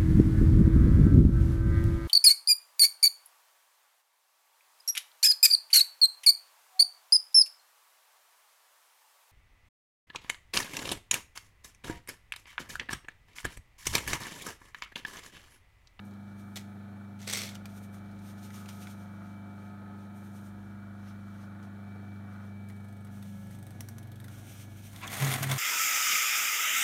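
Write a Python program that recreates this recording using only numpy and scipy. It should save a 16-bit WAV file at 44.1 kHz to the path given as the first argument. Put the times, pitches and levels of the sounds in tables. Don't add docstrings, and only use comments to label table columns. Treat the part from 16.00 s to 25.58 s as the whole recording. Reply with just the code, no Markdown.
import sys
import numpy as np
from scipy import signal
from scipy.fft import rfft, irfft
from scipy.io import wavfile
from scipy.ndimage import uniform_filter1d

SR = 44100
rng = np.random.default_rng(int(sys.argv[2]) if len(sys.argv) > 2 else 0)


def elevation(decibels):
    levels = np.asarray(decibels, float)
    return 10 ** (levels / 20)


def dump(signal):
    limited = np.clip(np.atleast_2d(signal).T, -1, 1)
    pcm = np.round(limited * 32767).astype(np.int16)
    wavfile.write(sys.argv[1], SR, pcm)


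N = 422478
T = np.arange(N) / SR


def curve(table):
    s, *columns = np.transpose(table)
    return [np.interp(T, s, c) for c in columns]


def gate(table, fade=0.012):
    return np.clip(np.minimum(T - table[0][0], table[-1][0] - T) / fade + 1, 0, 1)


def unit(x):
    return x / np.sqrt(np.mean(x ** 2))


def colour(x, points):
    hz, db = np.transpose(points)
    f = np.arange(N // 2 + 1) * SR / N + 1
    gain_db = np.interp(np.log(f), np.log(hz), db, left=-80, right=-80)
    return unit(irfft(rfft(x) * elevation(gain_db), N))


def ring(x, hz, width):
    return signal.lfilter(*signal.iirpeak(hz, hz / width, fs=SR), x)


def walk(rate):
    k = int(SR / rate)
    held = np.repeat(rng.standard_normal(N // k + 1), k)
    return 1.48 * uniform_filter1d(uniform_filter1d(held, k), k)[:N]


def grains(spread, smear_s, flicker_db, rate):
    power = 10 ** (spread * np.minimum(rng.exponential(size=N), 7.5) / 10)
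    decay = np.exp(-1 / (smear_s * SR))
    envelope = np.sqrt(signal.lfilter([1 - decay], [1, -decay], power))
    return envelope * rng.standard_normal(N) * elevation(flicker_db * walk(rate))


def strokes(rows, bend=1.):
    power = np.full(N, 1e-18)
    for s, db, rise, fall in rows:
        part = slice(max(int((s - 4 * rise) * SR), 0), int((s + 4 * fall) * SR))
        distance = np.maximum((s - T[part]) / rise, (T[part] - s) / fall)
        power[part] += elevation(2 * db - 2 * 20 * distance ** bend)
    return np.sqrt(power)


def loaded(rule, load):
    idle_db, change_db, calm_db, rough_db = rule
    waver_db = calm_db + (rough_db - calm_db) * np.minimum(load, 1)
    return idle_db + change_db * load + waver_db * walk(4.5)


# (time [s], hum rms [dB], casing buzz before load [dB], first slot whine gain before load [dB])
MOTOR = [(0.0, -51, -66, -0.5), (0.8, -49, -64, -2), (2.3, -48.6, -62.5, -1.5), (2.8, -48.5, -60, 3.5),
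         (3.4, -48.5, -61, 4.5), (4.2, -49.5, -65, 2), (5.1, -47.5, -60, -1), (5.7, -48, -60, -3.5),
         (6.1, -45, -63.5, -10), (6.35, -46.5, -55.5, -4), (6.6, -45, -69, -8), (7.2, -47, -61.5, 5),
         (7.55, -47.5, -63, -11), (7.9, -46.5, -63, -2), (8.4, -48.5, -59.5, -2), (8.72, -47.5, -63, 0),
         (9.0, -50, -65, -7), (9.58, -44, -67, -5)]
# (time [s], turns [Hz])
SHAFT = [(0.0, 24.83), (6.65, 24.83), (6.75, 24.6), (7.05, 24.4), (7.25, 23.86), (7.44, 24.14),
         (7.6, 23.94), (7.75, 24.09), (7.85, 23.85), (7.95, 23.75), (8.05, 24.0), (8.16, 24.14),
         (8.26, 24.03), (8.45, 23.45), (8.55, 23.75), (8.65, 24.26), (8.75, 24.1), (8.85, 24.11),
         (8.95, 23.8), (9.58, 23.8)]


def motor():
    hum_hz, idle_hz = 99.98, 24.83
    hum_db, casing_db, slot_db = curve(MOTOR)
    shaft_hz = curve(SHAFT)[0]
    hum = 2 * np.pi * hum_hz * T
    shaft = 2 * np.pi * np.cumsum(shaft_hz) / SR
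    sag = (idle_hz - shaft_hz) / 0.76
    load = np.clip(sag, 0, 1)
    wander = [walk(2.473) for _ in range(6)]
    tones = magnetic_hum(hum, shaft, hum_db, sag, load) + sidebands(hum, shaft, load, wander)
    tones += slot_whine(hum, shaft, hum_db, slot_db, load, wander)
    return np.sqrt(2) * tones + whirr(hum, shaft, casing_db, load)


# (idling level [dB], change at full load [dB],
# wavering idling [dB], wavering under load [dB])
SECOND_HUM = (-47, -5, 0.1, 3.3)
HUM_SIDE = (-60, 4.5, -0.5, 4)
SECOND_SIDE = (-61.5, -5.5, 1.6, 3)
TWICE_A_TURN = (-71.5, 3, 5, -1.5)
# (time [s], peak [dB], rise [s], fall [s])
SIDE_SWELL = [(7.93, -52, 0.15, 0.3)]


def magnetic_hum(hum, shaft, hum_db, sag, load):
    second_side = elevation(loaded(SECOND_SIDE, load)) + strokes(SIDE_SWELL)
    out = elevation(hum_db) * np.cos(hum) + elevation(loaded(SECOND_HUM, sag)) * np.sin(2 * hum)
    out += elevation(loaded(HUM_SIDE, load)) * np.cos(hum + shaft) + second_side * np.cos(2 * hum + shaft)
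    return out + elevation(loaded(TWICE_A_TURN, load)) * np.cos(2 * shaft)


SIDEBANDS = [(1, 2), (2, -1), (2, 2), (3, 0), (3, 1), (4, 0), (5, 0), (5, 2), (6, 3), (7, 1), (7, 3),
             (8, 2), (9, 0), (13, 1), (14, 0)]
SIDEBAND_DB = [-67.5, -59.5, -66.5, -63, -66, -70.5, -78.5, -74, -72, -69.5, -92, -72, -73.5, -76, -72]


def sidebands(hum, shaft, load, wander):
    out = np.zeros(N)
    for i, ((m, k), db) in enumerate(zip(SIDEBANDS, SIDEBAND_DB)):
        level_db = db - 6.0 * load + (2.33 + 2.6 * load) * wander[i % 6]
        out += elevation(level_db) * np.cos(m * hum + k * shaft + rng.uniform(0, 2 * np.pi))
    return out


SLOT_LINES = [(0, 29), (-1, 31), (0, 31), (1, 31), (2, 31), (5, 31), (6, 31), (7, 31), (-1, 62), (0, 62),
              (1, 62), (2, 62), (-1, 93), (0, 124)]
SLOT_DB = [-74, -80, -92, -71.5, -79, -66.5, -71, -88, -79, -71, -69.5, -71, -83, -82.5]
# (idling level [dB], change at full load [dB],
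# wavering idling [dB], wavering under load [dB])
THIRD_SLOT = (-70.5, -7, 1.8, 0.5)


def slot_whine(hum, shaft, hum_db, slot_db, load, wander):
    jitter = 2 * np.pi * np.cumsum(.05 * load * walk(30)) / SR
    slots = shaft + jitter
    out = np.zeros(N)
    for i, ((m, k), db) in enumerate(zip(SLOT_LINES, SLOT_DB)):
        if k < 40:
            gain_db = slot_db - 17 * load ** 2
        else:
            gain_db = -2.5 + load * (3 if m == 2 else -4)
        level_db = db + gain_db + 2.2 * wander[i % 6]
        out += elevation(level_db) * np.cos(m * hum + k * slots + rng.uniform(0, 2 * np.pi))
    third_db = loaded(THIRD_SLOT, load ** 2) + 1.3 * (hum_db - np.mean(hum_db))
    return out + elevation(third_db + 1.5 * walk(15)) * np.cos(93 * slots)


# (frequency [Hz], relative density [dB per Hz])
WHIRR_COLOUR = [(30, -24), (60, -13), (150, -4), (300, -2.5), (480, -6.5), (700, -3), (1050, -15),
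                (1400, -30), (1700, -14), (2050, -20.5), (2350, -15), (2800, -30), (4200, -23.5),
                (5000, -43)]
# (frequency [Hz], width [Hz], drive [dB])
CASING = [(860, 59, -3), (1297, 430, 3), (1435, 116, 1), (1670, 280, -12), (1855, 100, -8)]
# (idling level [dB], change at full load [dB], wavering idling [dB], wavering under load [dB])
RUMBLE = (-64.5, 10, 1, 0)


def whirr(hum, shaft, casing_db, load):
    throb = (1 + 0.27 * np.cos(hum)) * (1 + 0.24 * np.cos(shaft))
    air = colour(rng.standard_normal(N) * throb * elevation(0.51 * walk(6)), WHIRR_COLOUR)
    rumble = colour(rng.standard_normal(N) * elevation(1 * walk(5.7)),
                    [(40, -12), (110, 1), (230, -0.5), (330, -6.0), (450, -40)])
    drive = rng.standard_normal(N) * throb * elevation(1.3 * walk(15))
    casing = unit(sum(elevation(db) * ring(ring(drive, hz, width), hz, width) for hz, width, db in CASING))
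    out = elevation(casing_db - 6.5 * load) * casing + elevation(-59.5 + 0.92 * walk(3.02)) * air
    return out + elevation(loaded(RUMBLE, load)) * rumble


# (time [s], clatter [dB], bright part re clatter [dB])
STITCH = [(8.85, -79, 6), (8.93, -66, 7), (8.95, -55.5, -2), (9.0, -58, 2.5), (9.046, -43, -16),
          (9.08, -51.5, -7), (9.12, -42.5, 0), (9.18, -41, -0.5), (9.225, -36, -3), (9.25, -38, -2.5),
          (9.34, -37.5, 1), (9.355, -39, -2.5), (9.42, -44, -1.5), (9.43, -35.5, 0), (9.46, -45, -2.5),
          (9.52, -35.5, -3), (9.555, -42, -1), (9.58, -43, -3)]
# (frequency [Hz], relative level [dB])
BRIGHT_COLOUR = [(1760, -31), (3000, -4), (3720, -3), (4950, -6.5), (6540, -4.5), (7510, -7), (9450, -1),
                 (10300, -9), (11600, -2), (15800, -11.5)]
HEAVY_COLOUR = [(180, -4), (300, -6.5), (353, -18), (404, -4.5), (490, -7), (786, 3), (900, -5.5),
                (1050, -1), (2250, -1), (3000, -16), (3900, -41), (6600, -120)]
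# (frequency [Hz], width [Hz], level re clatter [dB])
FRAME_MODES = [(1040, 150, -19), (2090, 390, -13), (3400, 320, -19), (6560, 460, -19.5)]
# (time [s], peak of the envelope [dB], rise [s], fall [s])
THUMPS = [(8.96, -63, 0.2, 0.26), (9.12, -51, 0.06, 0.061), (9.228, -24.5, 0.027, 0.092),
          (9.29, -30.5, 0.091, 0.11), (9.355, -37, 0.017, 0.056), (9.415, -31.5, 0.016, 0.079),
          (9.47, -34, 0.05, 0.05), (9.525, -28, 0.1, 0.078)]
# (frequency [Hz], width [Hz], level re envelope [dB])
TABLE = [(133, 18, 0), (260, 67, -16.5), (398, 41, -27.5)]


def stitch():
    clatter_db, bright_db = curve(STITCH)
    jolts = grains(4.2, 0.0016, 0.8, 90)
    bright, heavy = colour(jolts, BRIGHT_COLOUR), colour(jolts, HEAVY_COLOUR)
    clatter = elevation(clatter_db) * (elevation(bright_db) * bright + heavy)
    for hz, width, db in FRAME_MODES:
        clatter += elevation(clatter_db + db + 4.0 * walk(35)) * unit(ring(jolts, hz, width))
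    sway = np.sqrt(2) * np.cos(2 * np.pi * TABLE[0][0] * T + 1.6 * walk(12))
    upper = sum(elevation(db) * unit(ring(jolts, hz, width)) for hz, width, db in TABLE[1:])
    return gate(STITCH, .05) * clatter + strokes(THUMPS, bend=1.2) * (sway + upper)


# (time [s], level [dB])
RUB = [(6.6, -82), (6.75, -76), (7.08, -81), (7.12, -65.5), (7.37, -63.5), (7.78, -69.5), (7.82, -65.5),
       (7.97, -70), (8.16, -75), (8.33, -63), (8.37, -63.5), (8.39, -57.5), (8.58, -57.5), (8.71, -67),
       (8.76, -66), (8.87, -58.5), (8.9, -63)]
# (frequency [Hz], width [Hz], relative level [dB])
RUB_BANDS = [(3300, 590, -3.5), (6100, 1700, -1), (8900, 2100, -4), (12400, 3000, -14)]
# (frequency [Hz], relative level [dB])
FRICTION_COLOUR = [(1180, -22), (2000, -5), (2240, 1), (2660, -4.5), (3190, -3.5), (4830, -10.5),
                   (6050, -5.5), (7510, -9.5), (9240, -5), (10300, -11.5), (12400, -6.5), (15100, -9),
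                   (15800, -18)]


def rub():
    grit = colour(grains(2.0, .001, 2.3, 30), FRICTION_COLOUR)
    bands = unit(sum(elevation(db) * unit(ring(grit, hz, width)) for hz, width, db in RUB_BANDS))
    return elevation(curve(RUB)[0]) * gate(RUB) * unit(bands + elevation(10) * grit)


# (time [s], half length [s], level [dB])
SCUFF = (9.038, 0.014, -42)
# (frequency [Hz], width [Hz], relative level [dB])
SCUFF_MODES = [(1055, 110, 0), (1340, 120, -6), (2330, 200, -5), (2550, 200, -5), (3470, 200, -11)]


def scuff():
    s, half_s, level_db = SCUFF
    noise = rng.standard_normal(N)
    rung = unit(sum(elevation(db) * unit(ring(noise, hz, width)) for hz, width, db in SCUFF_MODES))
    return elevation(level_db) * np.exp(-((T - s) / half_s) ** 2) * rung


# (time [s], level [dB], ringing [Hz])
KNOCKS = [(8.961, -42, 3310), (9.0704, -41, 6350), (9.0766, -31.5, 3300), (9.2232, -27.5, 2630),
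          (9.2475, -26, 6600), (9.2614, -37, 2610), (9.275, -31, 3340), (9.3092, -36, 3440),
          (9.326, -28, 3190), (9.339, -26, 9100), (9.428, -32.5, 6640), (9.4983, -32, 3440),
          (9.5143, -23, 3370), (9.5398, -32, 3730)]
# (time [s], level [dB], lower body re level [dB], ringing [Hz])
CATCHES = [(6.687, -57, 2, 8900), (6.699, -64, 17.5, 2840), (7.0696, -66, 17, 2600),
           (7.226, -53.5, 9, 3400), (7.525, -73, 14, 3700), (7.8069, -37, 0, 5660), (7.887, -42, -1, 5700),
           (7.983, -47, 1, 6100), (8.0287, -57, -2, 3230), (8.072, -60, 4, 3070), (8.117, -54, -2, 3400),
           (8.157, -55, -2, 3390), (8.201, -50, 3, 3630), (8.2424, -51.5, 6, 3570), (8.282, -50.5, 6, 3500)]
# (start [s], period [s], first level before scatter [dB], last level before scatter [dB], count [ticks])
BELT = [(6.7225, 0.0406, -66, -63, 9), (7.4294, 0.0396, -63, -52, 8)]
# (time [s], level [dB], ringing [Hz])
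SNAPS = [(0.5581, -35, 3520), (0.564, -35, 3520), (0.5704, -35, 3370), (1.1902, -57, 3110),
         (1.2044, -53, 3080), (1.216, -47, 5980), (1.227, -46, 5900), (1.251, -49, 3460),
         (1.2745, -41, 5550), (1.299, -27.5, 4550), (1.311, -29.5, 3440), (1.3279, -30, 5880),
         (1.3343, -27.5, 5870), (1.3544, -33, 6100), (1.3714, -27.5, 6200), (1.4196, -37, 2790),
         (1.49, -37.5, 3520), (1.5094, -52, 3180), (1.553, -40.5, 3050)]
# (time [s], level [dB], lower body re level [dB], ringing [Hz])
TICKS = [(0.0506, -71, 1, 2660), (0.1101, -61.5, 0, 4100), (0.1356, -62, 2, 3070), (1.656, -40.5, -5, 2400),
         (1.943, -59, 12, 9300), (2.113, -61, -1, 4110), (2.1894, -58, -1, 3900), (2.4299, -52.5, -3, 4060),
         (2.504, -57.5, 15, 3120), (2.5426, -51, 4, 5580), (2.6585, -51, 4, 2630), (2.689, -41, 2.5, 2960),
         (2.871, -52, 16, 3160), (3.269, -69, 3, 4110), (5.6276, -58, 0, 2960)]


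def tick_rows():
    rows = [(s, db, -11, -9, hz) for s, db, hz in KNOCKS]
    rows += [(s, db, body_db, 4, hz) for s, db, body_db, hz in CATCHES]
    for start, period, first_db, last_db, count in BELT:
        level = np.linspace(first_db, last_db, count) + 3.5 * rng.standard_normal(count)
        rows += [(start + k * period, db, 1, 2, 8350) for k, db in enumerate(level)]
    rows += [(s, db, -8, -23, hz) for s, db, hz in SNAPS]
    rows += [(s, db, body_db, -14, hz) for s, db, body_db, hz in TICKS]
    return rows


# (frequency [Hz], width [Hz], relative level [dB])
TICK_MODES = [(940, 360, -7), (1420, 400, 2), (1900, 310, 1), (3400, 2100, 6.5), (4350, 1400, -7),
              (5900, 1700, 3.5), (8800, 2600, 1), (11300, 1100, 2.5)]


def ticks():
    size, t60_s = 4096, 0.057
    out = np.zeros(N + size)
    t = np.arange(size) / SR
    tail = 0.59 * np.exp(-np.log(1000) * t / t60_s)
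    for s, level_db, body_db, top_db, ring_hz in tick_rows():
        crack = np.clip((level_db + 58) / 14, 0, 1.4)
        burst = rng.standard_normal(size) * (crack * np.exp(-t / 0.0015) + tail)
        chance = rng.standard_normal(len(TICK_MODES))
        rung = [elevation(db + 1.1 * c) * ring(burst, hz, width) for (hz, width, db), c in zip(TICK_MODES, chance)]
        body, middle, top = sum(rung[:3]), sum(rung[3:6]), sum(rung[6:])
        parts = ((body, body_db), (middle, 0), (top, top_db), (ring(burst, ring_hz, 290), -4))
        i = int(s * SR)
        out[i:i + size] += sum(elevation(level_db + db) * part / np.abs(part).max() for part, db in parts)
    return out[:N]


# (time [s], peak of the envelope [dB], rise [s], fall [s])
PAPER = [(0.564, -45, 0.0062, 0.058), (1.2, -59, 0.012, 0.08), (1.226, -55, 0.02, 0.081),
         (1.277, -39, 0.011, 0.12), (1.33, -35, 0.012, 0.093), (1.375, -40, 0.02, 0.077),
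         (1.44, -42.5, 0.16, 0.11), (1.5, -52, 0.02, 0.03), (1.555, -51, 0.02, 0.015)]
# (frequency [Hz], relative level [dB])
PAPER_COLOUR = [(210, -35), (350, -4), (695, -3), (955, -14), (1160, -6), (1640, -5.5), (2150, 4),
                (2920, -3.5), (3420, 0.5), (5010, -3.5), (6070, -3.5), (10400, -11), (12200, -10.5),
                (15800, -20)]
# (frequency [Hz], width, raised to 160 at least [Hz], relative level [dB])
PAPER_MODES = [(2140, 85, 0), (3370, 160, -3), (4370, 230, 6), (5500, 37, 5), (5880, 110, 8),
               (7600, 76, -10), (8100, 100, 4), (12100, 120, -16)]


def paper():
    slips = grains(4.1, 0.00041, 0.85, 120)
    rung = unit(sum(elevation(db + 3 * walk(30)) * unit(ring(slips, hz, max(width, 160)))
                    for hz, width, db in PAPER_MODES))
    drag = strokes(PAPER, bend=1.34)
    ring_db = 1.3 * (20 * np.log10(drag + 1e-9) + 36.4) - 3
    return drag * (colour(slips, PAPER_COLOUR) + elevation(ring_db) * rung)


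# (time [s], peak of the envelope [dB], rise [s], fall [s], airy over dull [dB])
RUSTLE = [(0.052, -69.5, 0.01, 0.077, 6), (0.32, -74, 0.1, 0.03, -8), (0.4, -65, 0.05, 0.068, 0.1),
          (0.54, -76, 0.3, 0.36, 9), (1.7, -66, 0.066, 0.1, -1), (1.775, -60.5, 0.062, 0.062, 5),
          (1.84, -61, 0.05, 0.049, 5), (1.946, -64.5, 0.04, 0.084, 4), (1.985, -69, 0.02, 0.018, -8),
          (2.06, -73.5, 0.048, 0.3, -5), (2.29, -59, 0.11, 0.09, 1), (2.39, -63.5, 0.044, 0.04, -2),
          (2.45, -56, 0.066, 0.073, 1.5), (2.558, -54.5, 0.056, 0.13, 1), (2.69, -50, 0.012, 0.051, -3),
          (2.76, -60, 0.15, 0.15, 2), (2.825, -54.5, 0.05, 0.047, -1), (2.915, -58, 0.17, 0.058, 1),
          (3.01, -66, 0.11, 0.12, 0), (3.3, -70.5, 0.43, 0.13, -2), (3.66, -73.5, 0.3, 0.13, -1),
          (4.02, -71, 0.12, 0.099, 1), (4.17, -69.5, 0.041, 0.18, 7), (4.25, -68, 0.1, 0.11, 6),
          (4.365, -63, 0.082, 0.069, 4), (4.47, -67, 0.15, 0.09, 5), (4.7, -76, 0.5, 0.12, -3),
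          (5.09, -65.5, 0.15, 0.082, -6), (5.42, -69, 0.39, 0.08, -3), (5.635, -66, 0.012, 0.051, -1),
          (6.17, -77, 0.73, 0.07, -3), (6.34, -73, 0.11, 0.1, -2), (6.47, -70.5, 0.15, 0.06, -3)]
# (frequency [Hz], width [Hz], relative level [dB])
CLOTH_BANDS = [(4030, 1100, -4), (6100, 1500, 1), (9100, 1500, -3.5), (12200, 3300, -6)]


def rustle():
    shift_db, split_hz = 0.5, 6900
    fibres = colour(grains(1.9, .001, 1.1, 40), FRICTION_COLOUR)
    bands = sum(elevation(db + shift_db * walk(14)) * unit(ring(fibres, hz, width)) for hz, width, db in CLOTH_BANDS)
    cloth = unit(fibres + elevation(-7) * bands)
    dull_points = [(1000, 0), (split_hz / 1.3, 0), (split_hz * 1.3, -30), (16000, -50)]
    airy_points = [(1000, -50), (split_hz / 1.3, -14), (split_hz, 0), (16000, 0)]
    dull = colour(cloth, dull_points) / np.sqrt(2)
    airy = colour(cloth, airy_points) / np.sqrt(2)
    low, high = (strokes([(s, db + sign * air_db / 2, rise, fall) for s, db, rise, fall, air_db in RUSTLE],
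                         bend=1.28) for sign in (-1, 1))
    return low * dull + high * airy


# (frequency [Hz], relative level [dB])
HISS_COLOUR = [(1470, -20), (2500, -16), (2870, -5), (3130, -1), (3820, -1.5), (4890, -10), (5490, -6.5),
               (7710, -9.5), (9350, -8.5), (14000, -11), (15800, -13)]


def hiss():
    return elevation(-73.5) * colour(rng.standard_normal(N), HISS_COLOUR)


def room(x, t60=0.33, wet_db=-14):
    t = np.arange(int(.4 * SR)) / SR
    tail = rng.standard_normal(len(t)) * np.exp(-np.log(1000) * t / t60) * (t > .004)
    return x + elevation(wet_db) * signal.fftconvolve(x, tail / np.sqrt(np.sum(tail ** 2)))[:N]


def scene():
    reverberant = room(paper() + ticks() + scuff())
    return (motor() + stitch() + rub() + reverberant + rustle() + hiss())[None]


def top_cut(x):
    return signal.sosfilt(signal.butter(12, 16630, fs=SR, output="sos"), x)


def record(dry):
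    lowpass = signal.ellip(8, .2, 60, 16400, fs=SR, output="sos")
    finished = signal.sosfilt(lowpass, dry)
    return top_cut(finished)


dry = scene()
out = record(dry)
dump(out)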